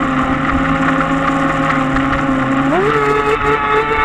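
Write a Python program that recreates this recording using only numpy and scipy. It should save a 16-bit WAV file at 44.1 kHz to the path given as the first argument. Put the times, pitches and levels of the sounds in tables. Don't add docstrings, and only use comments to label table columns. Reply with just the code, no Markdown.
import sys
import numpy as np
from scipy import signal
from scipy.fft import rfft, irfft
from scipy.io import wavfile
from scipy.ndimage import uniform_filter1d, minimum_filter1d

SR = 44100
rng = np.random.default_rng(int(sys.argv[2]) if len(sys.argv) > 2 else 0)


def materialize(psi):
    bounded = np.clip(np.atleast_2d(psi).T, -1, 1)
    quanta = np.round(bounded * 32767).astype(np.int16)
    wavfile.write(sys.argv[1], SR, quanta)


N = 178398
T = np.arange(N) / SR

# time in seconds, turns per second in Hz.
MOTOR_HZ = [(0.0, 270), (0.17, 259.5), (0.37, 264.8), (0.44, 268.8), (0.76, 269.9), (0.98, 267.3),
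            (1.11, 272.6), (1.7, 271.4), (1.84, 264.8), (1.98, 268.8), (2.08, 272.7), (2.28, 272.1),
            (2.36, 263), (2.52, 269.1), (2.7, 272.3), (2.77, 361.6), (2.89, 436), (2.94, 441), (3.0, 423.7),
            (3.2, 422), (3.45, 424.3), (3.75, 428.5), (4.05, 438)]
# time in seconds, rate in Hz.
CRUISE_WHIRL_HZ = [(0.0, 166), (0.22, 142.4), (0.7, 161.9), (1.26, 162.4), (1.7, 155.9), (2.0, 139.8),
                   (2.25, 150.9), (2.48, 129.3), (2.68, 148.9)]
# time in seconds, level in dB.
BITE_DB = [(0.0, -16.5), (0.7, -15.5), (1.4, -16.5), (2.3, -15.5), (2.6, -14), (2.85, -12.5), (3.3, -12.5),
           (4.05, -11.5)]
# start in seconds, length in seconds, depth in dB.
HUM_DIPS = [(0.225, 0.087, 9), (0.574, 0.026, 17), (0.767, 0.042, 14), (1.035, 0.075, 7),
            (1.501, 0.053, 17), (1.66, 0.072, 12)]
# time in seconds, gain in dB.
WHINE_DB = [(0.0, -23), (0.4, -25), (1.0, -20.5), (1.68, -20), (1.9, -23), (2.8, -22.5), (3.14, -19.5),
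            (3.4, -19.5), (3.74, -17), (3.85, -21.5), (4.05, -15.5)]
# multiple of motor rate, multiple of whirl rate, relative level in dB cruising,
# relative level in dB at full speed.
DRIVE_TONES = [(1, 1, -20, -16), (2, 0, -5.5, -3.5), (2, 1, -13.5, -4.5), (3, -1, -23.5, -19),
               (3, 0, -9.5, -1), (3, 1, -41, -18), (4, -1, -36, -12.5), (4, 0, -6.5, -10), (4, 1, -18, -17),
               (5, -1, -13, -13), (5, 0, -24.5, -10.5), (6, -1, -15, -20), (6, 0, -35.5, -15.5),
               (6, 1, -16.5, -36), (7, -1, -52, -23), (7, 0, -34, -25.5), (8, 0, -24.5, -27.5),
               (8, 1, -37, -32), (9, -1, -48.5, -27.5), (9, 0, -24.5, -33.5)]
# time in seconds, gain in dB.
RATTLE_DB = [(0.0, -22), (0.9, -21.5), (1.2, -22), (1.75, -21), (2.45, -24), (2.9, -21), (3.05, -24),
             (3.7, -21.5), (4.05, -23)]
# frequency in Hz, relative density in dB per Hz.
HULL_SPECTRUM = [(600, -29.5), (970, -22.5), (1080, -4), (1200, -1), (1420, -3.5), (1600, -15),
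                 (1760, -8.5), (1900, -7), (2200, -14.5), (2600, -19), (2850, -17), (3300, -27),
                 (3750, -27), (4300, -43), (5700, -41.5), (9000, -67), (14000, -79)]
# time in seconds, gain in dB.
FIZZ_DB = [(0.0, -45.5), (0.35, -45.5), (0.6, -47), (0.8, -44.5), (1.35, -42), (2.0, -45.5), (2.4, -46),
           (3.25, -38.5), (3.8, -40), (4.05, -38)]
# frequency in Hz, relative density in dB per Hz.
TICK_SPECTRUM = [(2500, 2), (4500, -13), (5400, -4), (6300, -4.5), (7200, 3.5), (8000, -3), (8800, -6),
                 (9500, -18.5), (10400, -11), (11300, -28), (12100, -18), (13100, -24), (14300, -36.5),
                 (15000, -38.5)]
# frequency in Hz, relative density in dB per Hz.
FROTH_SPECTRUM = [(2500, 3.5), (4600, 2), (6200, -8.5), (7300, -3), (8700, -7), (9600, -14), (12200, -13.5),
                  (14800, -20)]
# frequency in Hz, relative density in dB per Hz.
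WASH_SPECTRUM = [(25, -33), (60, -13), (120, 1.5), (190, 2.5), (250, 11.5), (320, 10), (400, -1.5),
                 (480, -3), (560, 9), (630, -2), (800, 8.5), (950, -4.5), (1300, -31.5), (3500, -69.5)]
# frequency in Hz, relative density in dB per Hz.
RUMBLE_SPECTRUM = [(11, -7.5), (18, 3.5), (48, 6), (107, -2.5), (130, -11), (170, -39.5), (290, -120)]
# start in seconds, length in seconds, level in dB.
BUFFETS = [(0.018, 0.1, -28), (0.203, 0.27, -27), (0.518, 0.12, -20), (0.653, 0.09, -24), (1.93, 0.14, -28),
           (2.082, 0.13, -26.5), (3.4, 0.11, -24), (3.7, 0.096, -37), (3.96, 0.12, -28)]
# start in seconds, relative peak in dB, length in seconds,
# spatter in dB against the slap before a common trim.
SLAPS = [(0.023, -4.5, 0.02, -33), (0.229, -7, 0.018, -35), (0.338, -1, 0.016, -39),
         (0.447, -4.5, 0.014, -35), (0.486, 0, 0.024, -40), (0.651, -5, 0.0246, -36),
         (0.7457, -7, 0.025, -41), (0.8768, 0.5, 0.02, -42), (1.003, -1.5, 0.021, -43),
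         (1.272, -1, 0.019, -31), (1.481, -10, 0.018, -31), (1.6253, -4.5, 0.023, -38),
         (1.694, 2.5, 0.024, -29.5), (1.7487, -2, 0.02, -39), (1.959, -1.5, 0.021, -27),
         (2.121, -1, 0.026, -30), (2.179, -1, 0.022, -36), (2.4193, -3.5, 0.015, -44),
         (2.887, -8, 0.03, -28)]
# frequency in Hz, relative density in dB per Hz.
SLAP_SPECTRUM = [(700, -14), (1000, -10.5), (1250, 9), (1600, -6.5), (1900, -0.5), (2700, -23.5),
                 (4000, -32), (5500, -39), (7500, -42), (12000, -86)]
# frequency in Hz, relative density in dB per Hz.
SPATTER_SPECTRUM = [(1500, -14.5), (3000, 7), (5300, -4.5), (6500, -10.5), (9000, -18.5), (14000, -34)]
# multiple of motor rate, level in dB.
SURGE_TONES = [(2, -17.5), (3, -25)]
# start in seconds, length in seconds, peak loss of load in dB.
SKIPS = [(2.905, 0.035, 9), (2.994, 0.031, 6), (3.127, 0.035, 5.5), (3.205, 0.078, 10), (3.35, 0.12, 24.5),
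         (3.55, 0.22, 18), (3.829, 0.1, 16), (3.927, 0.17, 12.5)]

CRUISE_HZ, FULL_HZ = 275, 425
WHIRL_PER_MOTOR_TURN = 2 / 3
RACE_HZ_PER_DB, RACE_S = 0.8, 0.04
FIZZ_DB_PER_DB, SHAFT_DB_PER_DB, WHINE_DB_PER_DB, RATTLE_DB_PER_DB = 0.93, 0.32, 0.21, 0.066
FIZZ_GAP_DB = 27
SECOND_FADE_DB_PER_DB = 0.19
SECOND_LATE_START_S, SECOND_LATE_LENGTH_S, SECOND_LATE_DB = 2.87, 0.15, 5
CRUISE_WAVER_DB, FULL_WAVER_DB = 3.5, 3
SLAP_CHECK_DB = -10
PLANING_DB_PER_S, PLANING_EVEN_S = 3, 3.48
WHISTLE_START_S, WHISTLE_LENGTH_S, WHISTLE_MULTIPLE, WHISTLE_DB = 3.02, 0.34, 10, -52
RUMBLE_FLOOR_DB = -33
SURGE_START_S, SURGE_LENGTH_S = 2.72, 0.088
LIMIT = 0.8
EDGE_HZ = 15000


def amp(db):
    return 10 ** (np.asarray(db) / 20)


def unit(x):
    return x / np.sqrt(np.mean(x ** 2) + 1e-20)


def curve(rows):
    return np.interp(T, *np.transpose(rows))


def wander(hz):
    f = np.fft.rfftfreq(N, 1 / SR)
    lowpass = 1 / np.sqrt(1 + (f / hz) ** 4)
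    return unit(irfft(rfft(rng.standard_normal(N)) * lowpass, N))


def colour(x, points):
    hz, db = np.transpose(points)
    f = abs(np.fft.fftfreq(4096, 1 / SR))
    log_gain = np.log(amp(np.interp(np.log(f + 1), np.log(hz), db)))
    response = np.fft.ifft(np.exp(np.conj(signal.hilbert(log_gain)))).real
    fade = np.cos(np.linspace(0, np.pi / 2, len(f))) ** 2
    return unit(signal.oaconvolve(x, response * fade)[:N])


def swell(start_s, length_s, skew=0.54):
    progress = np.clip((T - start_s) / max(length_s, 0.005), 0, 1)
    return np.sin(np.pi * progress ** skew)


def throttle():
    return np.clip((curve(MOTOR_HZ) - CRUISE_HZ) / (FULL_HZ - CRUISE_HZ), 0, 1)


def by_speed(cruising, full):
    return cruising + (full - cruising) * throttle()


def unloading():
    return sum(db * swell(start_s, length_s) for start_s, length_s, db in SKIPS)


def take_off():
    return sum(db * np.exp(-((T - start_s) / RACE_S) ** 2) for start_s, _, db in SKIPS)


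def knocks():
    return sum(amp(db) * swell(start_s, length_s, skew=0.85) for start_s, db, length_s, _ in SLAPS)


def planing():
    return throttle() * PLANING_DB_PER_S * (T - PLANING_EVEN_S)


def rotation(hz, jitter):
    return np.cumsum(hz * (1 + jitter * wander(30))) / SR


def tone(turns, rough, flutter_hz):
    flutter = 1 + rough * (wander(flutter_hz) + 1j * wander(flutter_hz))
    return unit((flutter * np.exp(2j * np.pi * (turns + rng.random()))).real)


def hum(motor, whirl):
    dips_db = sum(db * swell(start_s, length_s) for start_s, length_s, db in HUM_DIPS)
    waver_db = by_speed(CRUISE_WAVER_DB, FULL_WAVER_DB) * abs(wander(16))
    bite_db = curve(BITE_DB) - unloading() - dips_db - waver_db + SLAP_CHECK_DB * knocks()
    propeller = amp(bite_db) * tone(motor, rough=by_speed(0.28, 0.19), flutter_hz=34.3)

    whirl_note = tone(whirl, rough=0.083, flutter_hz=25)
    difference_note = amp(by_speed(-14.5, -2.0)) * tone(motor - whirl, rough=0.22, flutter_hz=25)
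    shaft_db = by_speed(-26.0, -29.0) + by_speed(1.3, 2.45) * wander(5.7)
    shaft_db = shaft_db - SHAFT_DB_PER_DB * unloading() - planing()
    return propeller + amp(shaft_db) * (whirl_note + difference_note)


def whine(motor, whirl):
    tones, smooth_db = np.zeros(N), planing()
    for k, m, cruise_db, full_db in DRIVE_TONES:
        sway_db = (smooth_db + 1.26 * wander(4.4)) * min(k / 3, 1.5)
        level_db = by_speed(cruise_db, full_db) + sway_db
        if k == 2:
            late_db = SECOND_LATE_DB * swell(SECOND_LATE_START_S, SECOND_LATE_LENGTH_S)
            level_db = level_db - SECOND_FADE_DB_PER_DB * take_off() - late_db
        rough = 0.1 + by_speed(0.008, 0.02) * k ** 2
        tones += amp(level_db) * tone(k * motor + m * whirl, rough=rough, flutter_hz=25.4)
    whistle = tone(WHISTLE_MULTIPLE * motor, rough=0.21, flutter_hz=26.5)
    whistle = amp(WHISTLE_DB) * swell(WHISTLE_START_S, WHISTLE_LENGTH_S) * whistle
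    return amp(curve(WHINE_DB) - WHINE_DB_PER_DB * unloading()) * tones + whistle


def rattle(motor, whirl):
    wobble = 1 + by_speed(0.17, 0.3) * np.cos(2 * np.pi * (motor - whirl))
    scrape = rng.standard_normal(N) * wobble * amp(by_speed(1.66, 3.2) * wander(37))
    level_db = curve(RATTLE_DB) - planing() + by_speed(1.2, -1.3)
    level_db = level_db + 1.8 * knocks() - RATTLE_DB_PER_DB * unloading()
    return amp(level_db) * colour(scrape, HULL_SPECTRUM)


def fizz(motor):
    turn = np.floor(motor + 0.044 * wander(150)).astype(int).clip(0)
    turn_start = np.searchsorted(np.maximum.accumulate(turn), turn)
    age_s = T - T[turn_start]
    size = (0.35 + rng.random(N) ** 2)[turn]
    ticks = colour(size * np.exp(-age_s / 0.0013) * rng.standard_normal(N), TICK_SPECTRUM)
    snaps = colour(rng.standard_normal(N) * (rng.random(N) < 45 / SR), FROTH_SPECTRUM)
    hiss = colour(rng.standard_normal(N) * amp(1.8 * np.tanh(wander(400))), FROTH_SPECTRUM)

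    bubbles = amp(by_speed(0.95, -4.5)) * ticks
    bubbles += amp(by_speed(-14.5, -24.0)) * snaps
    bubbles += amp(by_speed(-12.0, -1.0)) * hiss
    gap_db = FIZZ_GAP_DB * np.tanh(FIZZ_DB_PER_DB * unloading() / FIZZ_GAP_DB)
    return amp(curve(FIZZ_DB) - gap_db + 2.3 * wander(35)) * bubbles


def water():
    wash = colour(rng.standard_normal(N) * amp(2.0 * wander(65)), WASH_SPECTRUM)
    blows = sum(amp(db) * swell(start_s, length_s) for start_s, length_s, db in BUFFETS)
    push = amp(RUMBLE_FLOOR_DB) + blows
    rumble = colour(rng.standard_normal(N), RUMBLE_SPECTRUM)
    return amp(by_speed(-25.0, -29.0)) * wash + push * rumble


def slaps():
    knock = amp(-11.5) * knocks() * colour(rng.standard_normal(N), SLAP_SPECTRUM)
    drops = sum(amp(db + spatter_db - 4.5) * swell(start_s, length_s)
                for start_s, db, length_s, spatter_db in SLAPS)
    return knock + drops * colour(rng.standard_normal(N), SPATTER_SPECTRUM)


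def surge(motor):
    bark = sum(amp(db) * tone(k * motor, rough=0.16, flutter_hz=60.54) for k, db in SURGE_TONES)
    return swell(SURGE_START_S, SURGE_LENGTH_S) * bark


def scene():
    motor_hz = curve(MOTOR_HZ) + RACE_HZ_PER_DB * take_off()
    whirl_hz = by_speed(curve(CRUISE_WHIRL_HZ), WHIRL_PER_MOTOR_TURN * motor_hz)
    motor = rotation(motor_hz, jitter=0.002)
    whirl = rotation(whirl_hz, jitter=0.002)
    drive = hum(motor, whirl) + whine(motor, whirl) + rattle(motor, whirl) + surge(motor)
    return (drive + fizz(motor) + water() + slaps())[None]


def record(dry):
    room = LIMIT / np.maximum(abs(dry), LIMIT)
    held = minimum_filter1d(room, size=300)
    gain = uniform_filter1d(uniform_filter1d(held, size=150), size=150)
    ends = signal.windows.tukey(N, 0.002)
    lowpass = signal.firwin(511, EDGE_HZ, window=("kaiser", 9), fs=SR)
    return signal.oaconvolve(dry * gain * ends, lowpass[None], "same")


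dry = scene()
out = record(dry)
materialize(out)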